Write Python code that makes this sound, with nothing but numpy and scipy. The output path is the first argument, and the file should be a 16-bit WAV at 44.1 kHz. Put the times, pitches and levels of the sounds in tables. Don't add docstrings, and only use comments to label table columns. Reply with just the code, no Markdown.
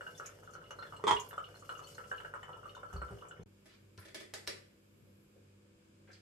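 import sys
import numpy as np
from scipy import signal
from scipy.fft import rfft, irfft
from scipy.io import wavfile
from scipy.ndimage import uniform_filter1d

SR = 44100
rng = np.random.default_rng(int(sys.argv[2]) if len(sys.argv) > 2 else 0)


def to_wav(s):
    ch = np.atleast_2d(s).T
    pcm = np.round(np.clip(ch, -1, 1) * 32767)
    wavfile.write(sys.argv[1], SR, pcm.astype(np.int16))


N = 273854
T = np.arange(N) / SR
AGE = T[:SR // 2]
BREAK_START_S, BREAK_END_S = 3.435, 3.459


# start in seconds, level in dB, pitch in Hz, splash level in dB relative to the drop.
DROPS = [(0.0092, -35.5, 1510, -12), (0.0656, -38, 1544, -14), (0.1989, -33.5, 1360, -16),
         (0.222, -52, 1220, -16), (0.292, -47.5, 1330, -3), (0.4756, -46, 1400, -23),
         (0.536, -48, 1380, -14), (0.5523, -41, 1370, -15), (0.617, -47, 1490, -11),
         (0.7078, -38, 1340, 3.5), (0.7884, -40, 1285, -19), (0.8243, -43, 1430, 10),
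         (0.853, -46, 1710, -2), (0.9243, -38.5, 1230, -8), (0.936, -44, 1010, -15),
         (0.997, -44.5, 1000, -16), (1.309, -44, 1510, 1), (1.3306, -37, 1230, -11),
         (1.3788, -30.5, 1330, -20), (1.624, -46.5, 1220, -14), (1.6927, -32.5, 1346, -16),
         (1.7192, -39, 1340, -20), (1.772, -46, 1250, -16), (1.792, -40.5, 1270, -18),
         (1.815, -49, 1120, -19), (1.83, -48.5, 970, -16), (1.889, -53.5, 1360, -7),
         (1.9817, -38, 1574, -10), (2.039, -46, 1500, -5), (2.1149, -30, 1583, -21),
         (2.1173, -39.5, 1487, -22), (2.2027, -39.5, 1430, -10), (2.2479, -37, 1530, 0),
         (2.3390, -32, 1415, -20), (2.353, -43, 1210, -16), (2.43, -43.5, 1850, 9.5),
         (2.483, -44, 1260, -5), (2.493, -38.5, 1014, -20), (2.539, -47, 1300, -15),
         (2.568, -48, 1029, -17), (2.632, -44.5, 1260, -20), (2.656, -40.5, 1245, -15),
         (2.75, -47, 1350, -15), (2.767, -41.5, 1010, -19), (2.832, -39.5, 1340, -10),
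         (2.905, -47, 1310, -16), (2.9296, -40, 1320, -1), (2.961, -40, 1260, -14),
         (3.0179, -33.5, 1280, -13), (3.09, -42.5, 1284, -14), (3.2227, -43.5, 1220, -22),
         (3.249, -47, 1100, -14), (3.3103, -43, 1540, -16)]
SMALL_DROPS_PER_S, SMALL_DROP_TOP_DB, SMALL_DROP_RANGE_DB = 3, -53, 6
SMALL_DROP_HZ, SMALL_DROP_SPREAD_HZ, SMALL_SPLASH_DB = 1290, 600, -10
PLOP_RISE_S, PLOP_RISE_SPREAD, PLOP_GLIDE_PER_S = 0.0017, 0.39, 14
SLAP_DB, SLAP_HZ = -13, 780
REBOUND_DB, REBOUND_FALL = -12.5, 0.34
PATTER_PER_S, PATTER_TOP_DB, PATTER_HZ, PATTER_GLIDE_PER_S = 40, -60.5, (724, 2380), 7.3
SPRAY_DB, SPRAY_T60_S, SPRAY_GRAINS_PER_S = -12.5, .09, 350
TRICKLE_DB, TRICKLE_GRAINS_PER_S = -72.5, 70
# frequency in Hz, gain in dB.
SPRAY_COLOUR = [(250, -24), (520, -4), (750, -4.5), (1050, -4), (1600, 1.5), (1900, -12), (2400, -14.5),
                (5000, -42), (12000, -59)]
AIR_SCATTER_DB, AIR_DETUNE = 3.5, .012
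# typical pitch in Hz, typical level in dB relative to the drop, fade time in seconds.
MUG_AIR = [(481, -19.5, 0.11), (613, -15.5, 0.046), (1020.5, -19, 0.078), (1316, -13.5, 0.11)]


def drops():
    plops, stirred = np.zeros(N), np.zeros(N)
    small = [(s, SMALL_DROP_TOP_DB - SMALL_DROP_RANGE_DB * size,
              SMALL_DROP_HZ + SMALL_DROP_SPREAD_HZ * (pitch - .5), SMALL_SPLASH_DB)
             for s, size, pitch in scatter(SMALL_DROPS_PER_S, size=2)]
    for s, db, hz, splash_db in list(DROPS) + small:
        rise_s = PLOP_RISE_S * np.exp(PLOP_RISE_SPREAD * rng.normal())
        body = plop(hz, rise_s=rise_s, glide_per_s=PLOP_GLIDE_PER_S * rng.normal())
        add(plops, s - .0008, undb(db) * body)

        splash = band(band(burst(0.049) * (1 - fade(.008)), 750, 2000), 680, 2400)
        add(plops, s, undb(db + splash_db - 0.5) * splash)

        slap = plop(SLAP_HZ * np.exp(.15 * rng.normal()), rise_s=0.00064)
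        add(plops, s, undb(db + SLAP_DB) * slap)

        spray = strength(colour(contacts(SPRAY_GRAINS_PER_S, SPRAY_T60_S), SPRAY_COLOUR))
        add(plops, s + 0.001985, undb(db + SPRAY_DB) * spray)

        modes = [(mode_hz * (1 + AIR_DETUNE * rng.normal()), mode_db + AIR_SCATTER_DB * rng.normal(), t60)
                 for mode_hz, mode_db, t60 in MUG_AIR]
        add(stirred, s, undb(db) * ring(modes) * (1 - fade(0.0053)))

        for late, size in rng.random((3, 2)):
            rebound = plop(hz * (1.12 - REBOUND_FALL * late), rise_s=PLOP_RISE_S)
            add(plops, s + .004 + .03 * late, undb(db + REBOUND_DB - 8 * late - 6 * size) * rebound)

    for s, size, pitch in scatter(PATTER_PER_S, size=2):
        hz = np.interp(pitch, (0, 1), PATTER_HZ)
        bubble = plop(hz, rise_s=0.0018, glide_per_s=PATTER_GLIDE_PER_S)
        add(plops, s, undb(PATTER_TOP_DB - 10 * size) * bubble)
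    trickle = grains(TRICKLE_GRAINS_PER_S, spread_db=7)
    plops += level(colour(trickle, SPRAY_COLOUR), TRICKLE_DB)

    near = kitchen(undb(0.5) * plops, wet_db=-3.5, t60=0.31, echo=0.047, lag_s=0.00017) * undb([[.9], [-.9]])
    return near + kitchen(undb(0.5) * stirred, wet_db=0.5, t60=0.33, echo=0.53, lag_s=-0.00038)


RING_HZ, RING_T60_S, RING_SCATTER = 2896, .048, .013
DROP_RING_DB, DROP_RING_SCATTER_DB = -27.5, 3
DROPLETS_PER_S, DROPLET_TOP_DB = 10, -69
# start in seconds, level in dB, typical pitch in Hz.
RINGS = [(0.0682, -52.5, 2870), (0.15, -57.5, 3580), (0.2653, -67, 2890), (0.5377, -66, 4360),
         (0.6404, -60, 2890), (0.662, -59, 2880), (0.7073, -48.5, 2870), (0.7075, -63, 4280),
         (0.7901, -53, 4240), (0.822, -57, 3560), (0.8245, -56, 4200), (0.831, -57, 2890),
         (0.868, -60, 3490), (0.9642, -53, 2890), (0.9672, -62.5, 4320), (1.1676, -33, 2854),
         (1.3102, -53.5, 2930), (1.333, -59, 3470), (1.3823, -51.5, 2960), (1.4417, -46.5, 2910),
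         (1.5005, -67, 2970), (1.5449, -60, 2870), (1.5524, -58.5, 4260), (1.6931, -45.5, 2902),
         (1.6935, -62, 4220), (1.7533, -50.5, 2890), (1.7918, -51, 2930), (1.8337, -53, 2910),
         (1.8402, -57, 4360), (1.8721, -51.5, 2915), (1.9485, -56.5, 4300), (1.9829, -56, 2920),
         (2.0408, -57, 2850), (2.1146, -55.5, 2900), (2.1425, -57, 2980), (2.1799, -49, 2925),
         (2.2034, -49, 2915), (2.2488, -56, 2900), (2.4314, -50, 2940), (2.531, -53, 2890),
         (2.6419, -66, 2880), (2.6937, -49, 2906), (2.7515, -57, 3570), (2.7541, -55.5, 2946),
         (2.9352, -58.5, 2940), (2.9642, -55.5, 4410), (3.0111, -61, 4340), (3.0824, -61, 2920),
         (3.1862, -57.5, 2930), (3.2121, -58, 2950), (3.3129, -53, 2930)]
# typical pitch in Hz, relative level in dB.
CROSS_MODES = [(2900, -1), (3470, -3), (4300, -4)]


def rings():
    track = np.zeros(N)
    chances = rng.standard_normal((len(DROPS), 2))
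    stirred = [(s, db + DROP_RING_DB + DROP_RING_SCATTER_DB * size, RING_HZ * (1 + RING_SCATTER * detune))
               for (s, db, _, _), (size, detune) in zip(DROPS, chances)]
    for s, db, hz in list(RINGS) + stirred:
        detune, damping = rng.standard_normal(2)
        tone = ring([(hz * (1 + RING_SCATTER * detune), 0, RING_T60_S * np.exp(.25 * damping))])
        spatter = undb(-6) * peak(band(burst(0.04), .88 * hz, 1.22 * hz))
        add(track, s - .001, undb(db) * (tone + spatter) * (1 - fade(.007)))
    for hz, db in CROSS_MODES:
        for s, size, detune in scatter(DROPLETS_PER_S, size=2):
            plink = ring([(hz * (1 + .1 * (detune - .5)), db + DROPLET_TOP_DB - 8 * size, RING_T60_S)])
            add(track, s, plink)
    return kitchen(undb(2.5) * track, wet_db=-0.5, t60=0.27, echo=0.17, lag_s=.00002)


SMALL_POPS_PER_S, SMALL_POP_TOP_DB, SMALL_POP_RANGE_DB = 3, -56, 7
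SMALL_POP_HZ, SMALL_POP_SPREAD_HZ, DROP_POP_DB = 7500, 4000, -25
FIZZ_GRAINS_PER_S, SPURT_DB, SPURTS_PER_S = 900, 1.8, 16
CRACKLES_PER_S, CRACKLE_DB = 22, -15
# start in seconds, level in dB, pitch in Hz.
POPS = [(0.177, -44, 5800), (0.2596, -38.5, 6160), (0.5352, -49.5, 5560), (0.7068, -47.5, 6040),
        (0.965, -54, 7700), (1.1982, -37, 6240), (1.2895, -42.5, 11900), (1.596, -52, 6640),
        (1.779, -53, 6200), (1.871, -50, 6900), (1.947, -52, 5900), (2.43, -58, 6700), (2.7495, -55, 6070),
        (2.9293, -49.5, 6450), (3.2844, -51, 7100)]
# time in seconds, relative level in dB.
FIZZ = [(0.0, -71), (.3, -72), (0.61, -79), (.8, -75), (1.0, -77), (1.16, -66), (1.4, -74.5), (1.65, -71.5),
        (1.94, -66.5), (2.2, -72), (2.55, -82), (3.14, -74), (3.43, -91)]
# frequency in Hz, gain in dB.
FIZZ_COLOUR = [(1180, -43), (2000, -19), (2580, -17.5), (2920, -14), (3860, -26), (4240, -16), (7200, -19),
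               (10500, -21), (12500, -17), (15000, -45.5)]


def bubbles():
    track = np.zeros(N)
    small = [(s, SMALL_POP_TOP_DB - SMALL_POP_RANGE_DB * size, SMALL_POP_HZ + SMALL_POP_SPREAD_HZ * (pitch - .5))
             for s, size, pitch in scatter(SMALL_POPS_PER_S, size=2)]
    splashed = [(s, db + DROP_POP_DB, SMALL_POP_HZ) for s, db, _, _ in DROPS]
    for s, db, hz in list(POPS) + splashed + small:
        spray = peak(band(band(burst(0.024), 6800, 12500), 4300, 13260))
        tone = peak(band(burst(0.0085), hz / 1.053, hz * 1.12))
        add(track, s, undb(db) * (0.22 * spray + 0.62 * tone))

    fine = grains(FIZZ_GRAINS_PER_S, spread_db=4.5)
    crackles = grains(CRACKLES_PER_S, spread_db=3)
    activity = undb(np.interp(T, *np.transpose(FIZZ)) + SPURT_DB * wander(SPURTS_PER_S))
    fizz = level(colour(fine, FIZZ_COLOUR), db=-6.5)
    fizz += level(band(crackles, 4500, 11000), CRACKLE_DB)
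    return kitchen(track + activity * fizz, wet_db=6.0, t60=0.16, echo=1.0)


LID_FLEX_HZ, LID_SAG_HZ_PER_S = 1166, 2400
RATTLE_DB, RATTLE_T60_S, RATTLE_CONTACTS_PER_S = -9, 0.05, 1500
# start in seconds, level in dB,
# then the hollow body, the shell and the rattle, each in dB relative to that level.
KNOCKS = [(1.039, -32, 4, -23, -0.5), (1.069, -25, -4.5, -3.5, 2.5), (1.0777, -22.5, -18.5, 2, 0.5),
          (1.092, -27, -14, -2.5, -0.5), (1.1095, -19, -13, -2, -2.5), (1.127, -23.5, -17, -9.5, -11)]
# pitch in Hz, relative level in dB, fade time in seconds.
LID_BODY = [(200, -7.5, 0.2), (390, -25.5, 0.11), (443, -2, 0.24), (421, 9, 0.16)]
# typical pitch in Hz, typical relative level in dB, fade time in seconds.
LID_SHELL = [(845, -8, .08), (945, -1.5, .125), (1160, -7, .05), (2030, -11, .02), (2300, -11, .015),
             (3250, 1, .035), (3480, -8, .015), (5030, -17, .05)]
# frequency in Hz, gain in dB.
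LID_RATTLE = [(150, -15), (400, 2), (620, -9), (1000, 7), (1450, -0.5), (2050, 2), (2750, -10.5), (3350, 2),
              (3900, -16.5), (7000, -13), (9000, -16), (12500, -30), (15000, -39)]


def lid():
    flex, rattle = np.zeros(N), np.zeros(N)
    body = peak(ring(LID_BODY)) * (1 - fade(0.0049))
    for s, db, body_db, shell_db, rattle_db in KNOCKS:
        hz = LID_FLEX_HZ - LID_SAG_HZ_PER_S * (s - KNOCKS[0][0])
        add(flex, s, undb(db) * (swell(hz, rise_s=0.0019) + undb(body_db) * body))
        modes = [(mode_hz * (1 + 0.013 * rng.normal()), mode_db + 2 * rng.normal(), t60)
                 for mode_hz, mode_db, t60 in LID_SHELL]
        shell = peak(ring(modes))
        rim = strength(colour(contacts(RATTLE_CONTACTS_PER_S, RATTLE_T60_S), LID_RATTLE))
        add(rattle, s, undb(db) * (undb(shell_db - 3.0) * shell + undb(rattle_db + RATTLE_DB) * rim))
    low = kitchen(undb(1.8) * flex, wet_db=-5.0, t60=0.32, echo=0.118, lag_s=0.00018)
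    high = kitchen(undb(1.5) * band(rattle, 120, 10500), wet_db=2.0, t60=0.26, echo=0.4)
    return (low + high) * undb([[-1.1], [1.1]])


BOOM_RISE_CYCLES, BOOM_LAG_S = 1, .0005
# start in seconds, boom level in dB, boom pitch in Hz, hollow knock level in dB.
BUMPS = [(1.112, -41, 114, -59), (1.126, -52.5, 60, -48), (2.934, -32.5, 63.9, -48.5),
         (2.957, -30.5, 62.6, -46.5), (3.019, -42, 64.5, -49), (3.108, -47, 61, -49),
         (3.123, -43.5, 111, -45.5), (3.395, -47, 107.5, -47), (3.419, -48, 102.5, -54),
         (3.977, -48.5, 98.6, -57)]


def bumps():
    booms, knocks = np.zeros(N), np.zeros(N)
    for s, boom_db, hz, knock_db in BUMPS:
        add(booms, s, undb(boom_db) * swell(hz, rise_s=BOOM_RISE_CYCLES / hz))
        hollow = ring([(396.0, -1.5, 0.17), (166.4, 6.0, 0.0516)])
        thud = 0.87 * peak(band(burst(0.093), 119.5, 600))
        add(knocks, s, undb(knock_db) * (hollow + thud))
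    booms = band(booms, 59.0, 600)
    low = np.array([booms, np.interp(T - BOOM_LAG_S, T, booms)])
    return low + kitchen(knocks, wet_db=-5.0, t60=0.34, echo=0.18)


# hollow body in dB relative to the snap, treble gain in dB.
CATCH, SEAT = (-20, 12.6), (1.3, 3)
SEAT_DELAY_S, TICK_T60_S, CAP_DETUNE = .004, .012, .03
CHATTER, CHATTER_T60_S = .09, .014
# start in seconds, level of the catch in dB,
# then the seating knock and the crisp tick, each in dB relative to the catch.
CLICKS = [(3.658, -55.5, -1, -17), (3.977, -56.5, -12, 1), (4.018, -61.5, 1, -14), (4.051, -53.5, 3, -15),
          (4.082, -57, 3, -7), (4.1456, -40.5, -1, -5.5), (4.202, -49, 2.5, -5), (4.211, -60, 8.5, -3),
          (4.338, -37.5, -9, -4), (4.469, -52.5, -13, 0), (4.4751, -34.5, -3.5, 0)]
# frequency in Hz, gain in dB.
CAP_COLOUR = [(150, -3), (250, -29), (378, -4.5), (466, 1), (580, -2.5), (700, -6), (810, -6.5),
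              (1030, -14), (1220, -7), (1420, -11.5), (1730, -2.5), (2090, -1.5), (2900, -11), (3450, -3),
              (3850, -12.5), (5100, -13), (6000, -23.5), (11800, -24), (15500, -30)]
# typical pitch in Hz, relative level in dB, fade time in seconds.
CAP_MODES = [(379.5, 1.7, 0.085), (438, 1.7, 0.045), (570, 1.4, 0.059)]
# frequency in Hz, gain in dB.
TICK_COLOUR = [(300, -8), (1900, 1), (2900, 3), (5000, 10.5), (7000, -2.5), (12000, -8), (15500, -27)]


def cap():
    track, ticks = np.zeros(N), np.zeros(N)
    for s, db, seat_db, tick_db in CLICKS:
        modes = [(hz * (1 + CAP_DETUNE * rng.normal()), mode_db, t60) for hz, mode_db, t60 in CAP_MODES]
        body = strength(ring(modes) * (1 - fade(0.0035)))
        tick = strength(colour(burst(TICK_T60_S), TICK_COLOUR))
        add(ticks, s, undb(db + tick_db) * tick)
        for delay, stage_db, (body_db, treble_db) in ((0, 0, CATCH), (SEAT_DELAY_S, seat_db, SEAT)):
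            push = signal.unit_impulse(len(AGE)) + CHATTER * burst(CHATTER_T60_S)
            snap = strength(colour(push, CAP_COLOUR))
            snap = colour(snap, [(3500, 0.0078), (7000, treble_db)])
            add(track, s + delay, undb(db + stage_db) * (snap + undb(body_db) * body))
    far = kitchen(undb(-6) * track, wet_db=6.0, t60=0.43, echo=0.5, lag_s=.00004)
    return far + kitchen(ticks, wet_db=0.5, t60=0.4, echo=0.12)


# start in seconds, level in dB, centre in Hz, width in Hz, fade time in seconds.
SMACKS = [(6.075, -59.5, 1780, 1500, 0.11), (6.099, -56, 1640, 300, 0.045), (6.107, -63, 2380, 1600, .06),
          (6.116, -64.5, 6000, 2780, 0.019), (6.13, -57.5, 4600, 1610, 0.015),
          (6.132, -64, 6000, 5000, .06), (6.144, -62, 2490, 1400, .06)]


def sip():
    track = np.zeros(N)
    for s, db, hz, width, t60 in SMACKS:
        smack = band(burst(t60), max(hz - width / 2, 50), hz + width / 2)
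        add(track, s, undb(db) * strength(smack))
    return kitchen(undb(-1.5) * track, wet_db=4.5, t60=0.39, echo=.2)


# start in seconds, length in seconds, level in dB before the swell, centre in Hz, width in Hz.
RUSTLES = [(0.228, 0.068, -58.5, 2160, 1340), (3.649, 0.13, -67, 2600, 3030),
           (3.975, 0.018, -55.5, 1600, 1200), (3.978, 0.048, -63, 11000, 3000),
           (4.01, 0.035, -62, 1700, 1200), (4.049, 0.011, -57, 1730, 600), (4.075, 0.013, -59, 2190, 600),
           (4.9, 0.2, -65.5, 124, 110), (5.04, 0.105, -76.5, 483, 179.6), (5.351, 0.03, -65.5, 486, 160),
           (6.071, 0.046, -63, 434, 308)]


def rustles():
    track = np.zeros(N)
    for s, length, db, hz, width in RUSTLES:
        count = int(length * SR)
        noise = rng.standard_normal(count)
        unevenness = np.repeat(undb(4 * rng.standard_normal(count)), 128)[:count]
        slips = band(noise * unevenness, max(hz - width / 2, 50), hz + width / 2)
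        add(track, s, level(slips, db) * np.hanning(count))
    return kitchen(undb(-6.0) * track, wet_db=5.5, t60=0.41, echo=0.14)


HUM_WAVER_DB, HUM_WAVER_PER_S = 2.2, 7
# pitch in Hz, typical level in dB while brewing, typical level in dB after the break.
HUM = [(50.2, -73, -85.5), (153.6, -72.5, -87.5), (200, -91, -72.5), (328.3, -80.5, -75), (387, -74.5, -80),
       (433, -71, -112.5), (495, -68.5, -82), (571.6, -69, -86.5)]


def hum(column, mains_db, motor_db, beat_at_s):
    mains_hz, motor_hz = 100, 98.15
    out = undb(mains_db) * np.cos(2 * np.pi * mains_hz * (T - beat_at_s))
    out += undb(motor_db) * np.cos(2 * np.pi * motor_hz * (T - beat_at_s))
    out *= undb(HUM_WAVER_DB * wander(HUM_WAVER_PER_S))
    for row in HUM:
        db = row[column] + HUM_WAVER_DB * wander(HUM_WAVER_PER_S)
        phase = 2 * np.pi * row[0] * T + 1.2 * wander(HUM_WAVER_PER_S)
        out += np.sqrt(2) * undb(db) * np.sin(phase)
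    return out


AIR_BREW_DB, AIR_LATER_DB = -60.5, -66.5
AIR_DRIFT_DB, AIR_DRIFT_PER_S = .7, 6
# frequency in Hz, relative level in dB.
AIR_BREW = [(15, -4.5), (25, -16), (80, -3.5), (125, 4.5), (274, -6.5), (509, -1.5), (703, -9), (1340, -30),
            (1900, -28.5), (2560, -30), (2920, -15.5), (3830, -32), (4380, -43), (5280, -26.5),
            (11500, -39.5), (15500, -43)]
# frequency in Hz, relative level in dB.
AIR_LATER = [(15, -85), (25, -10), (75, -11), (144, -4), (173, -9.5), (215, -7), (509, -15.5), (804, -30),
             (895, -26), (1710, -25), (2010, -32.5), (2230, -24), (4380, -34), (5050, -29.5), (5600, -36.5),
             (7500, -31), (9700, -38.5), (11800, -44), (15500, -50)]


def air(spectrum, db, wide_hz):
    mid, side = (colour(rng.standard_normal(N), spectrum) for _ in range(2))
    side = 1.03 * band(side, wide_hz, 21600) + 0.13 * side
    return level(mid + np.array([side, -side]), db) * undb(AIR_DRIFT_DB * wander(AIR_DRIFT_PER_S))


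# time in seconds, relative level in dB.
HISS = [(3.46, -86.5), (4.6, -87), (5.2, -81), (5.6, -95), (6.2, -99)]


def hiss():
    noise = band(rng.standard_normal((2, N)), 10500, 13500)
    return level(noise, db=-2) * undb(np.interp(T, *np.transpose(HISS)))


# left delay in seconds, right delay in seconds, relative gain (a plain factor).
ECHOES = [(.0021, 0.0035, 0.57), (.0055, 0.0043, 0.41), (0.0091, 0.0094, 0.27)]


def kitchen(x, wet_db, t60, echo, lag_s=0):
    out = []
    for side in range(2):
        tail = band(burst(t60), 180, 3000) + band(burst(t60 * 0.84), 3700, 9400)
        tail += 1.35 * band(burst(0.099), 400, 10000)
        tail *= 1 - np.exp(-AGE / 0.0014)
        response = tail * undb(wet_db) / np.linalg.norm(tail)
        delay = max(lag_s * (1 - 2 * side), 0)
        response += np.sinc((AGE - delay) * SR)
        for row in ECHOES:
            response[int(row[side] * SR)] += echo * row[2]
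        out.append(signal.fftconvolve(x, response)[:N])
    return np.array(out)


def plop(hz, rise_s, glide_per_s=0):
    age = AGE[:SR // 25]
    envelope = (age / rise_s * np.exp(1 - age / rise_s)) ** 2
    return envelope * np.sin(2 * np.pi * hz * age * (1 + glide_per_s * age / 2))


def swell(hz, rise_s):
    return AGE / rise_s * np.exp(1 - AGE / rise_s) * np.sin(2 * np.pi * hz * AGE)


def ring(modes):
    return sum(undb(db) * fade(t60) * np.sin(2 * np.pi * hz * AGE) for hz, db, t60 in modes)


def burst(t60):
    return rng.standard_normal(len(AGE)) * fade(t60)


def contacts(per_s, t60):
    hits = rng.random(len(AGE)) < per_s / SR
    return hits * burst(t60) + .3 * signal.unit_impulse(len(AGE))


def grains(per_s, spread_db):
    sizes = undb(spread_db * np.minimum(rng.exponential(size=N), 3.5))
    return (rng.random(N) < per_s / SR) * sizes * rng.choice([-1, 1], N)


def scatter(per_s, size):
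    return rng.random((int(per_s * BREAK_START_S), 1 + size)) * np.r_[BREAK_START_S, np.ones(size)]


def wander(per_s):
    knots = np.arange(0, T[-1] + 1, 1 / per_s)
    return np.interp(T, knots, rng.standard_normal(len(knots)))


def fade(t60):
    return np.exp(-np.log(1000) * AGE / t60)


def colour(x, points):
    hz, db = np.transpose(points)
    size = 4096
    grid = np.maximum(np.arange(size // 2 + 1) * SR / size, 1)
    cepstrum = irfft(np.log(undb(np.interp(np.log(grid), np.log(hz), db))))
    cepstrum[1:size // 2] *= 2
    cepstrum[size // 2 + 1:] = 0
    return signal.fftconvolve(x, irfft(np.exp(rfft(cepstrum))))[:len(x)]


def band(x, lo_hz, hi_hz):
    return signal.sosfilt(signal.butter(2, [lo_hz, min(hi_hz, SR / 2 - 1)], "band", fs=SR, output="sos"), x)


def undb(db):
    return 10 ** (np.asarray(db) / 20)


def level(x, db):
    return x * undb(db) / np.sqrt(np.mean(x ** 2))


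def peak(x):
    return x / np.abs(x).max()


def strength(x):
    return x * np.sqrt(.002 * SR) / np.linalg.norm(x)


def add(track, s, sound):
    i = max(int(s * SR), 0)
    track[i:i + len(sound)] += sound[:N - i]


def scene():
    brewing = drops() + rings() + bubbles() + lid()
    brewing += air(AIR_BREW, AIR_BREW_DB, wide_hz=404)
    brewing += hum(1, mains_db=-63.0, motor_db=-93.5, beat_at_s=0.33)
    later = cap() + sip() + hiss() + air(AIR_LATER, AIR_LATER_DB, wide_hz=320.0)
    later += hum(2, mains_db=-68.5, motor_db=-67.5, beat_at_s=5.02)
    before, after = (uniform_filter1d(gate * 1., 64) for gate in (T < BREAK_START_S, T > BREAK_END_S))
    return before * brewing + after * later + (before + after) * (bumps() + rustles())


TOP_HZ = 15500
# frequency in Hz, gain in dB.
PORT = [(10600, -0.5), (11350, 6), (12300, 0.5)]


def record(dry):
    sound = signal.sosfilt(signal.butter(3, 38, "high", fs=SR, output="sos"), dry)
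    sound = np.array([colour(channel, PORT) for channel in sound])
    return signal.sosfilt(signal.ellip(8, .2, 70, TOP_HZ, fs=SR, output="sos"), sound)


dry = scene()
out = record(dry)
to_wav(out)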